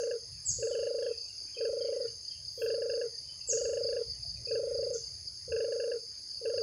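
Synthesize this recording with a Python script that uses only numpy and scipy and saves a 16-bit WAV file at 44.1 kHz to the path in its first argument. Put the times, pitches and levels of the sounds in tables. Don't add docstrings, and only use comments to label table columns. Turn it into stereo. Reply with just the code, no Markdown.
import sys
import numpy as np
from scipy import signal
from scipy.fft import rfft, irfft, next_fast_len
from scipy.io import wavfile
from scipy.ndimage import uniform_filter1d

SR = 44100
rng = np.random.default_rng(int(sys.argv[2]) if len(sys.argv) > 2 else 0)


def materialize(psi):
    bounded = np.clip(np.atleast_2d(psi).T, -1, 1)
    quanta = np.round(bounded * 32767).astype(np.int16)
    wavfile.write(sys.argv[1], SR, quanta)


def rack_gain(trim_db):
    fader = np.asarray(trim_db, float)
    return 10 ** (fader / 20)


N = 291942


def lure():
    round_starts = [
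        -2.9025,
        0,
        2.9025,
        5.828,
    ]
    arch_up_s, arch_down_s = 0.0037, 0.0053
    right_lead_s, right_voice_db, right_crack_db = 0.00078, -4, -8.5
    t = np.arange(-.012, .042, 1 / SR)
    arch = np.exp(-((t + 0.0015) / np.where(t < -.0012, arch_up_s, arch_down_s)) ** 2)
    settle = rise(t / 0.026)
    shape = rise((t + 0.0086) / 0.0061) * rise((.039 - t) / 0.014)
    voice, cone = np.zeros((2, 4 * SR))
    pulses = dove_pulses()
    chances = rng.random(size=(len(pulses), 4))
    for pulse, (turn, detune, height, edge) in zip(pulses, chances):
        s, puff_db, body_db, crack_db, climb_hz = pulse
        effort = np.clip((puff_db + 47) / 26, 0, 1)
        arch_hz = (70 + 25 * height - 0.54 * climb_hz) * effort * arch
        hz = 479 + climb_hz - 850 * t + arch_hz + 16 * (detune - .5)
        phase = 2 * np.pi * (np.cumsum(hz) / SR + turn)
        puff_to_body_db = (1 - settle) * (puff_db + 2.13) + settle * (body_db + 3.0)
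        level = shape * rack_gain(puff_to_body_db - 181 * t)
        third, fifth = np.cos(3 * phase), np.cos(5 * phase)
        burst = rack_gain(crack_db - 2.14) * np.exp(-((t - .0005) / 0.0026) ** 2)
        crack = burst * (third + rack_gain(-9 + 10 * edge) * fifth)
        mild = rack_gain(-40 + 11.2 * detune) * rise(t / 0.05) * level * third
        add(voice, s + t[0], level * np.cos(phase))
        add(cone, s + t[0], crack + mild)
    rattle = signal.lfilter(*signal.butter(1, 600, fs=SR), rng.standard_normal(len(cone)))
    cone += rack_gain(-27.0) * uniform_filter1d(np.abs(voice), size=400) * rattle
    voice += rack_gain(-10) * trees(voice, t60=0.068, gap_s=0.0018)[0]
    voice += rack_gain(-21.5) * trees(voice, t60=0.26, gap_s=0.085)[0]
    cone += rack_gain(-4.5) * trees(cone, t60=0.13, gap_s=0.0013)[0]
    before, lead = 3 * SR, round(right_lead_s * SR)
    sound = np.zeros((2, N + 7 * SR))
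    for s in round_starts:
        add(sound[0], s + before / SR, voice + cone)
        add(sound[1], s + before / SR, rack_gain(right_voice_db) * voice + rack_gain(right_crack_db) * cone)
    return np.array([sound[0, before:][:N], sound[1, before + lead:][:N]])


def dove_pulses():
    # first_full_pulse_s, full_pulses, pulse_gap_s, faint_crack_db, last_pulse_db
    coos = [
        (.63, 12, .0389, -55.5, -5.5),
        (1.612, 11, .0387, -61, -7.5),
        (2.621, 11, .0387, -53, -12.5),
    ]
    # start_s, crack_db
    overdriven = [(.63, -37.5), (.673, -40.5), (.714, -47.5), (.755, -37.5), (.793, -44), (.832, -41.5),
                  (.871, -39.5), (.987, -46), (1.026, -38), (1.065, -37), (1.612, -40.5), (1.654, -35.5),
                  (1.928, -50.5), (2.622, -33), (2.664, -32.5), (2.705, -34), (2.744, -40), (2.823, -36),
                  (2.86, -49), (2.899, -33), (2.937, -40.5), (2.976, -45), (3.016, -32.5)]
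    puff_level_db, body_level_db, body_per_crack, first_body_db = -21.5, -22, 0.19, 1.4
    slow_start_s, settle_pulses, uneven_db = .008, 1.58, 1
    lead_s, lead_puff_db, lead_body_db = .038, -11, -9.5
    close_s, close_puff_db, close_body_db, last_s = 0.022, -10, 4, .045
    climb_hz_per_s = 32.7
    crack_s, crack_db = np.transpose(overdriven)
    rows = []
    for first, pulses, gap, faint_db, last_db in coos:
        k = np.arange(round(pulses))
        s = first + gap * k + slow_start_s * (1 - np.exp(-k / settle_pulses))
        nearest = np.abs(s[:, None] - crack_s).argmin(1)
        cracks = np.abs(s - crack_s[nearest]) < gap / 2
        crack = np.where(cracks, crack_db[nearest], faint_db)
        puff_wobble, body_wobble = uneven_db * (2 * rng.random(size=(len(k), 2)).T - 1)
        body = body_level_db + body_per_crack * (crack + 45) + first_body_db * (k == 0) + body_wobble
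        rows += zip(s, puff_level_db + puff_wobble, body, crack, climb_hz_per_s * (s - first))
        top_hz = climb_hz_per_s * (s[-1] - first)
        rows += [
            (first - lead_s, puff_level_db + lead_puff_db, body_level_db + lead_body_db, -70, 0),
            (s[-1] + close_s, puff_level_db + close_puff_db, body_level_db + close_body_db, -75, top_hz),
            (s[-1] + last_s, puff_level_db + last_db, body_level_db + last_db - 4, -75, top_hz)]
    return rows


def crickets():
    # start_s, wing_strokes, level_db
    near_chirps = [(1.183, 3, -35), (1.387, 3, -36), (1.591, 3, -34), (1.792, 3, -35), (2.023, 3, -35.5),
                   (2.255, 3, -36), (2.455, 3, -35.5), (2.687, 3, -35), (2.92, 2, -35.5), (3.154, 2, -35.5),
                   (3.416, 1, -33.5), (3.584, 3, -37), (3.841, 3, -29.5), (3.853, 2, -38), (4.04, 3, -33.5),
                   (4.086, 2, -35), (4.235, 3, -32.5), (4.283, 3, -35.5), (4.46, 3, -33), (4.55, 2, -32.5),
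                   (4.751, 4, -33.5), (5.045, 2, -33.5), (5.118, 2, -40), (5.282, 1, -34.5),
                   (6.313, 3, -32.5), (6.55, 3, -33.5)]
    # time_s, level_db
    chorus = [(0, -48), (.66, -45.5), (2.5, -47.5), (2.909, -45.5), (3.6, -48.5), (3.8, -45.5),
              (4.3, -47.5), (5.2, -46.5), (6.62, -45)]
    stroke_gap_s, stroke_spread_db = .0325, 3
    near, far = np.zeros(N), np.zeros((2, N + SR))
    for s, strokes, db in near_chirps:
        for k in range(round(strokes)):
            stroke_db = db + 2.5 + stroke_spread_db * rng.uniform(-1.12, 1)
            add(near, s - .012 + k * stroke_gap_s, rack_gain(stroke_db) * stroke(1))
    trains = np.zeros((2, 4, N + SR))
    for k, (start, period, size) in enumerate(rng.random(size=(48, 3))):
        loudness = rack_gain(12.5 * size)
        gaps_s = .19 + .05 * period + .03 * rng.random(size=42)
        chirps_s = np.cumsum(gaps_s) - .25 * start
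        strokes_s = chirps_s[:, None] + np.array([0, .033, .066])
        at = (strokes_s + .003 * rng.random(size=(42, 3))).ravel()
        at = at[(at > 0) & (at < N / SR + 1)]
        trains[k % 2, k // 2 % 4, (at * SR).astype(int)] = loudness
    for k, tune in enumerate([.98, 1.0, 1.02, 1.04]):
        far += signal.oaconvolve(trains[:, k], stroke(tune)[None], axes=1)[:, :N + SR]
    far = rack_gain(-0.5) * far + trees(far.sum(0), t60=1.0, gap_s=0.0023)
    far = far[:, SR // 2:][:, :N]
    level = rack_gain(np.interp(np.arange(N) / SR, *np.transpose(chorus)))
    far = evened(far) * level * rack_gain([[5.5], [-1]])
    near_echo = rack_gain([[-5], [-11]]) * trees(near, t60=0.38, gap_s=0.011)
    return far + near * rack_gain([[0], [-12]]) + near_echo


def stroke(tune):
    hz = tune * np.linspace(5330, 4230, round(0.0215 * SR))
    return glide(hz) * signal.windows.tukey(len(hz), .8)


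def katydids():
    # pitch_hz, width_hz, left_db, right_db
    wings = [
        (6395, 413, -50, -64),
        (7230, 200, -67, -83),
        (10004, 1077, -74, -57),
        (15200, 1300, -82, -84.5),
    ]
    # throbs_per_s, depth (0-1)
    throbs = [(32, 0.27), (26, 0.3), (42.6, 0.17), (37.7, 0.2)]
    out, t = np.zeros((2, N)), np.arange(N) / SR
    for (hz, width, left_db, right_db), (rate, depth) in zip(wings, throbs):
        band = coloured(lambda f: np.maximum(-6 * np.abs(2 * (f - hz) / width) ** 2.0, -90), channels=2)
        turn = 2 * np.pi * rate * t
        triplet = 0.59 * np.cos(turn) + 0.56 * np.cos(2 * turn + 1) + 0.31 * np.cos(3 * turn + 2)
        throb = 1 + depth * triplet
        drift = rack_gain(1.14 * evened(uniform_filter1d(rng.standard_normal(N), size=4000)))
        out += rack_gain([[left_db], [right_db]]) * throb * drift * band
    return out


def birds():
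    # start_s, length_s, middle_hz, level_db, echo_db
    falling = [
        (-.16, 0.094, 6390, -36.5, 5.5),
        (0.448, .09, 6594, -28.5, 0.5),
        (3.471, 0.066, 6580, -27.5, 3),
        (4.923, .03, 6320, -62, 30.5),
    ]
    echo_tilts = [2.4, 12.7, 4.2, 1.8]
    # share_of_length, pitch_over_middle, level_db
    course = [(0, 1.225, -34), (.07, 1.18, -10.5), (.36, 1.065, -6.5), (0.471, 1.005, 3.5),
              (0.601, .985, 0.5), (0.701, .88, -6.5), (1.0, .74, -20)]
    # start_s, length_s, pitch_hz, level_db
    warbles = [(0.684, 0.037, 3440, -54), (0.703, 0.051, 3024, -45.5), (.78, 0.066, 2790, -50),
               (1.017, 0.041, 3210, -50), (1.08, 0.07, 2635, -49), (1.186, 0.12, 2590, -62.5),
               (1.27, 0.043, 2820, -52.5), (1.459, 0.041, 2430, -58), (1.539, 0.028, 3120, -49),
               (1.563, 0.036, 2555, -43.5), (1.8, 0.029, 3156, -49.5), (1.851, 0.039, 2870, -50),
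               (1.908, 0.024, 2685, -56.5), (1.912, 0.078, 1970, -64), (2.065, 0.035, 2874, -54),
               (2.293, 0.042, 3140, -50.5), (2.335, 0.044, 2840, -57.5), (2.569, 0.074, 3210, -54),
               (3.112, 0.054, 1846, -62), (3.239, 0.091, 3055, -56), (3.375, 0.079, 2700, -57.5),
               (3.48, 0.04, 2810, -49), (3.553, .055, 2940, -56), (4.13, 0.051, 2930, -66),
               (4.224, 0.056, 685, -62), (4.334, .08, 590, -62), (4.398, 0.11, 675, -64.5),
               (4.351, 0.041, 2474, -53.5), (4.462, 0.039, 2570, -44), (4.936, 0.037, 3520, -66)]
    fall_base_hz, fall_from_hz, fall_share = 71.5, 2520, 0.31
    dry_chirps, wet, far = np.zeros(N + SR), np.zeros(N + SR), np.zeros(N)
    at, pitch, course_db = np.transpose(course)
    for (s, length, mid_hz, db, echo_db), tilt_db in zip(falling, echo_tilts):
        u = np.linspace(0, 1, round(length * SR))
        hz, swell_db = mid_hz * np.interp(u, at, pitch), np.interp(u, at, course_db)
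        overtone = rack_gain(-33) * rise(1 - 2.3 * u) * glide(2 * hz)
        note = (glide(hz) + overtone) * rack_gain(db + swell_db) * rise(9 * (1 - u))
        flutter = 1 + 0.18 * np.cos(2 * np.pi * 130 * length * u)
        add(dry_chirps, s + 1, note * flutter)
        add(wet, s + 1, note * rack_gain(echo_db + tilt_db * (1 - 2 * u)))
    smear = uniform_filter1d(uniform_filter1d(rng.standard_normal(N), size=220), size=220)
    smear = .5 + evened(smear)
    for s, length, mid_hz, db in warbles:
        fall_hz = fall_base_hz + fall_share * max(mid_hz - fall_from_hz, 0)
        hz = mid_hz + fall_hz * np.linspace(.5, -.5, round(1.21 * length * SR))
        add(far, s, rack_gain(db - 5.0) * glide(hz) * np.hanning(len(hz)))
    echo = trees(wet, t60=0.63, gap_s=0.0049) + rack_gain(-5.0) * trees(wet, t60=0.41, gap_s=0.017)
    near = (dry_chirps + echo)[:, SR:] * rack_gain([[4], [-8]])
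    far = far * smear
    far = far + rack_gain(1.5) * trees(far, t60=0.45, gap_s=0.0028)
    return near + far * rack_gain([[3], [-4]])


def air():
    # pitch_hz, level_db (per Hz), left_over_right_db
    hush_colour = [(198, -101, -10.5), (288, -104, 11), (616, -100, 0), (796, -109, 3), (1065, -110, 1),
                   (2000, -109, 9.5), (3780, -110, 5), (5440, -102, 14), (7440, -113, 14.5),
                   (8900, -129, 19.5), (11500, -132, -4), (14000, -131, 19)]
    # pitch_hz, level_db (per Hz)
    wind_colour = [(15, -42), (25, -30), (40, -12), (62, -1), (87, -2), (125, -2.5), (160, -11),
                   (200, -24.5), (300, -44.5)]
    # middle_s, half_length_s, level_db, left_over_right_db
    gusts = [(0, 0.014, -60, 3), (0.356, 0.082, -60, -23), (0.51, 0.031, -51.5, -21),
             (0.591, 0.039, -44, 2), (0.79, 0.092, -65, -1), (1.4, 0.067, -72, -12),
             (1.706, 0.036, -63, -10), (2.125, .09, -62.5, 14), (2.406, 0.078, -67, 20),
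             (2.75, 0.18, -65, 4), (3.652, 0.36, -60, 11.5), (4.1, 0.034, -57.5, -18),
             (4.32, 0.14, -54.5, 14.5), (4.747, 0.49, -57.5, 4), (5.196, 0.45, -70, 10),
             (5.513, 0.059, -56.5, 22), (6.62, 0.16, -62.5, 15)]
    # time_s, level_db
    rustle_course = [
        (2.4, -93.5),
        (2.55, -67),
        (2.63, -55.5),
        (2.675, -64),
        (2.69, -100),
    ]
    breeze_db, breeze_lean_db = -65.5, 5.5
    hz, db, lean = np.transpose(hush_colour)
    sides = np.array([db + lean / 2, db - lean / 2]) + 10 * np.log10(SR)

    def hush_db(f):
        return np.array([np.interp(np.log(f + 1), np.log(hz), side, left=-120) for side in sides])

    hush = shaped(hush_db, patchy_db=4.5)
    t = np.arange(N) / SR
    wind_hz, wind_db = np.transpose(wind_colour)
    wind = coloured(lambda f: np.interp(np.log(f + 1), np.log(wind_hz + 1), wind_db, right=-90), channels=3)
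    wind = .5 * wind[2] + wind[:2]
    lumps = rack_gain(1.1 * evened(uniform_filter1d(rng.standard_normal((2, N)), size=2500)))
    lean_sides = np.array([[.5], [-.5]])
    gust = rack_gain(breeze_db + breeze_lean_db * lean_sides)
    for s, half, level_db, lean_db in gusts:
        gust = gust + rack_gain(level_db + lean_db * lean_sides) * np.exp(-((t - s) / half) ** 2)
    crackle = rng.standard_normal((2, N)) * rack_gain(2.3 * rng.exponential(1, N))
    crackle = signal.lfilter(*signal.butter(2, [9500, 14800], "band", fs=SR), crackle)
    rustle = evened(crackle) * rack_gain(np.interp(t, *np.transpose(rustle_course), left=-130, right=-130))
    return hush + evened(wind * lumps) * gust + rustle


def trees(x, t60, gap_s):
    taps = np.zeros((2, SR))
    at = np.arange(0, SR - 20, 20) + rng.integers(0, 20, (2, SR // 20 - 1))
    strength = rng.standard_normal(at.shape) * rng.random(at.shape)
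    np.put_along_axis(taps, at, strength, 1)
    t = np.arange(SR) / SR
    taps = (taps * rack_gain(-60 * t / t60) * np.clip(t / gap_s, 0, 1))[:, t < t60]
    return signal.oaconvolve(x[None], taps / np.linalg.norm(taps[0]), axes=1)[:, :len(x)]


def shaped(level_db, patchy_db):
    frames, hz = N // 256 + 5, np.fft.rfftfreq(1024, 1 / SR)
    real, imaginary, patches = rng.standard_normal((frames, 513, 2, 3)).T
    patches = uniform_filter1d(uniform_filter1d(patches, size=8, axis=1), size=12, axis=2)
    z = (real + 1j * imaginary) * rack_gain(level_db(hz)[..., None] + patchy_db * evened(patches))
    flat = np.sqrt(np.sum(np.hanning(1024) ** 2) * 2) / 512
    return flat * signal.istft(z, nperseg=1024, noverlap=768)[1][:, :N]


def coloured(level_db, channels):
    size = next_fast_len(N)
    colour = rack_gain(level_db(np.fft.rfftfreq(size, 1 / SR)))
    noise = irfft(rfft(rng.standard_normal((channels, size))) * colour, size)[:, :N]
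    return noise / noise.std(1, keepdims=True)


def glide(hz):
    return np.sin(2 * np.pi * np.cumsum(hz) / SR)


def rise(x):
    return np.sin(np.pi / 2 * np.clip(x, 0, 1)) ** 2


def evened(x):
    return x / np.sqrt(np.mean(x ** 2) + 1e-20)


def add(mix, s, sound):
    part = mix[round(s * SR):][:len(sound)]
    part += sound[:len(part)]


def scene():
    return lure() + crickets() + katydids() + birds() + air()


def low_pass(x):
    return signal.sosfilt(signal.butter(12, 17080, fs=SR, output="sos"), x)


def record(dry):
    edge = signal.firwin(511, 15750, window=("kaiser", 9), fs=SR)
    mix = signal.oaconvolve(dry, edge[None], "same")
    return low_pass(mix)


dry = scene()
out = record(dry)
materialize(out)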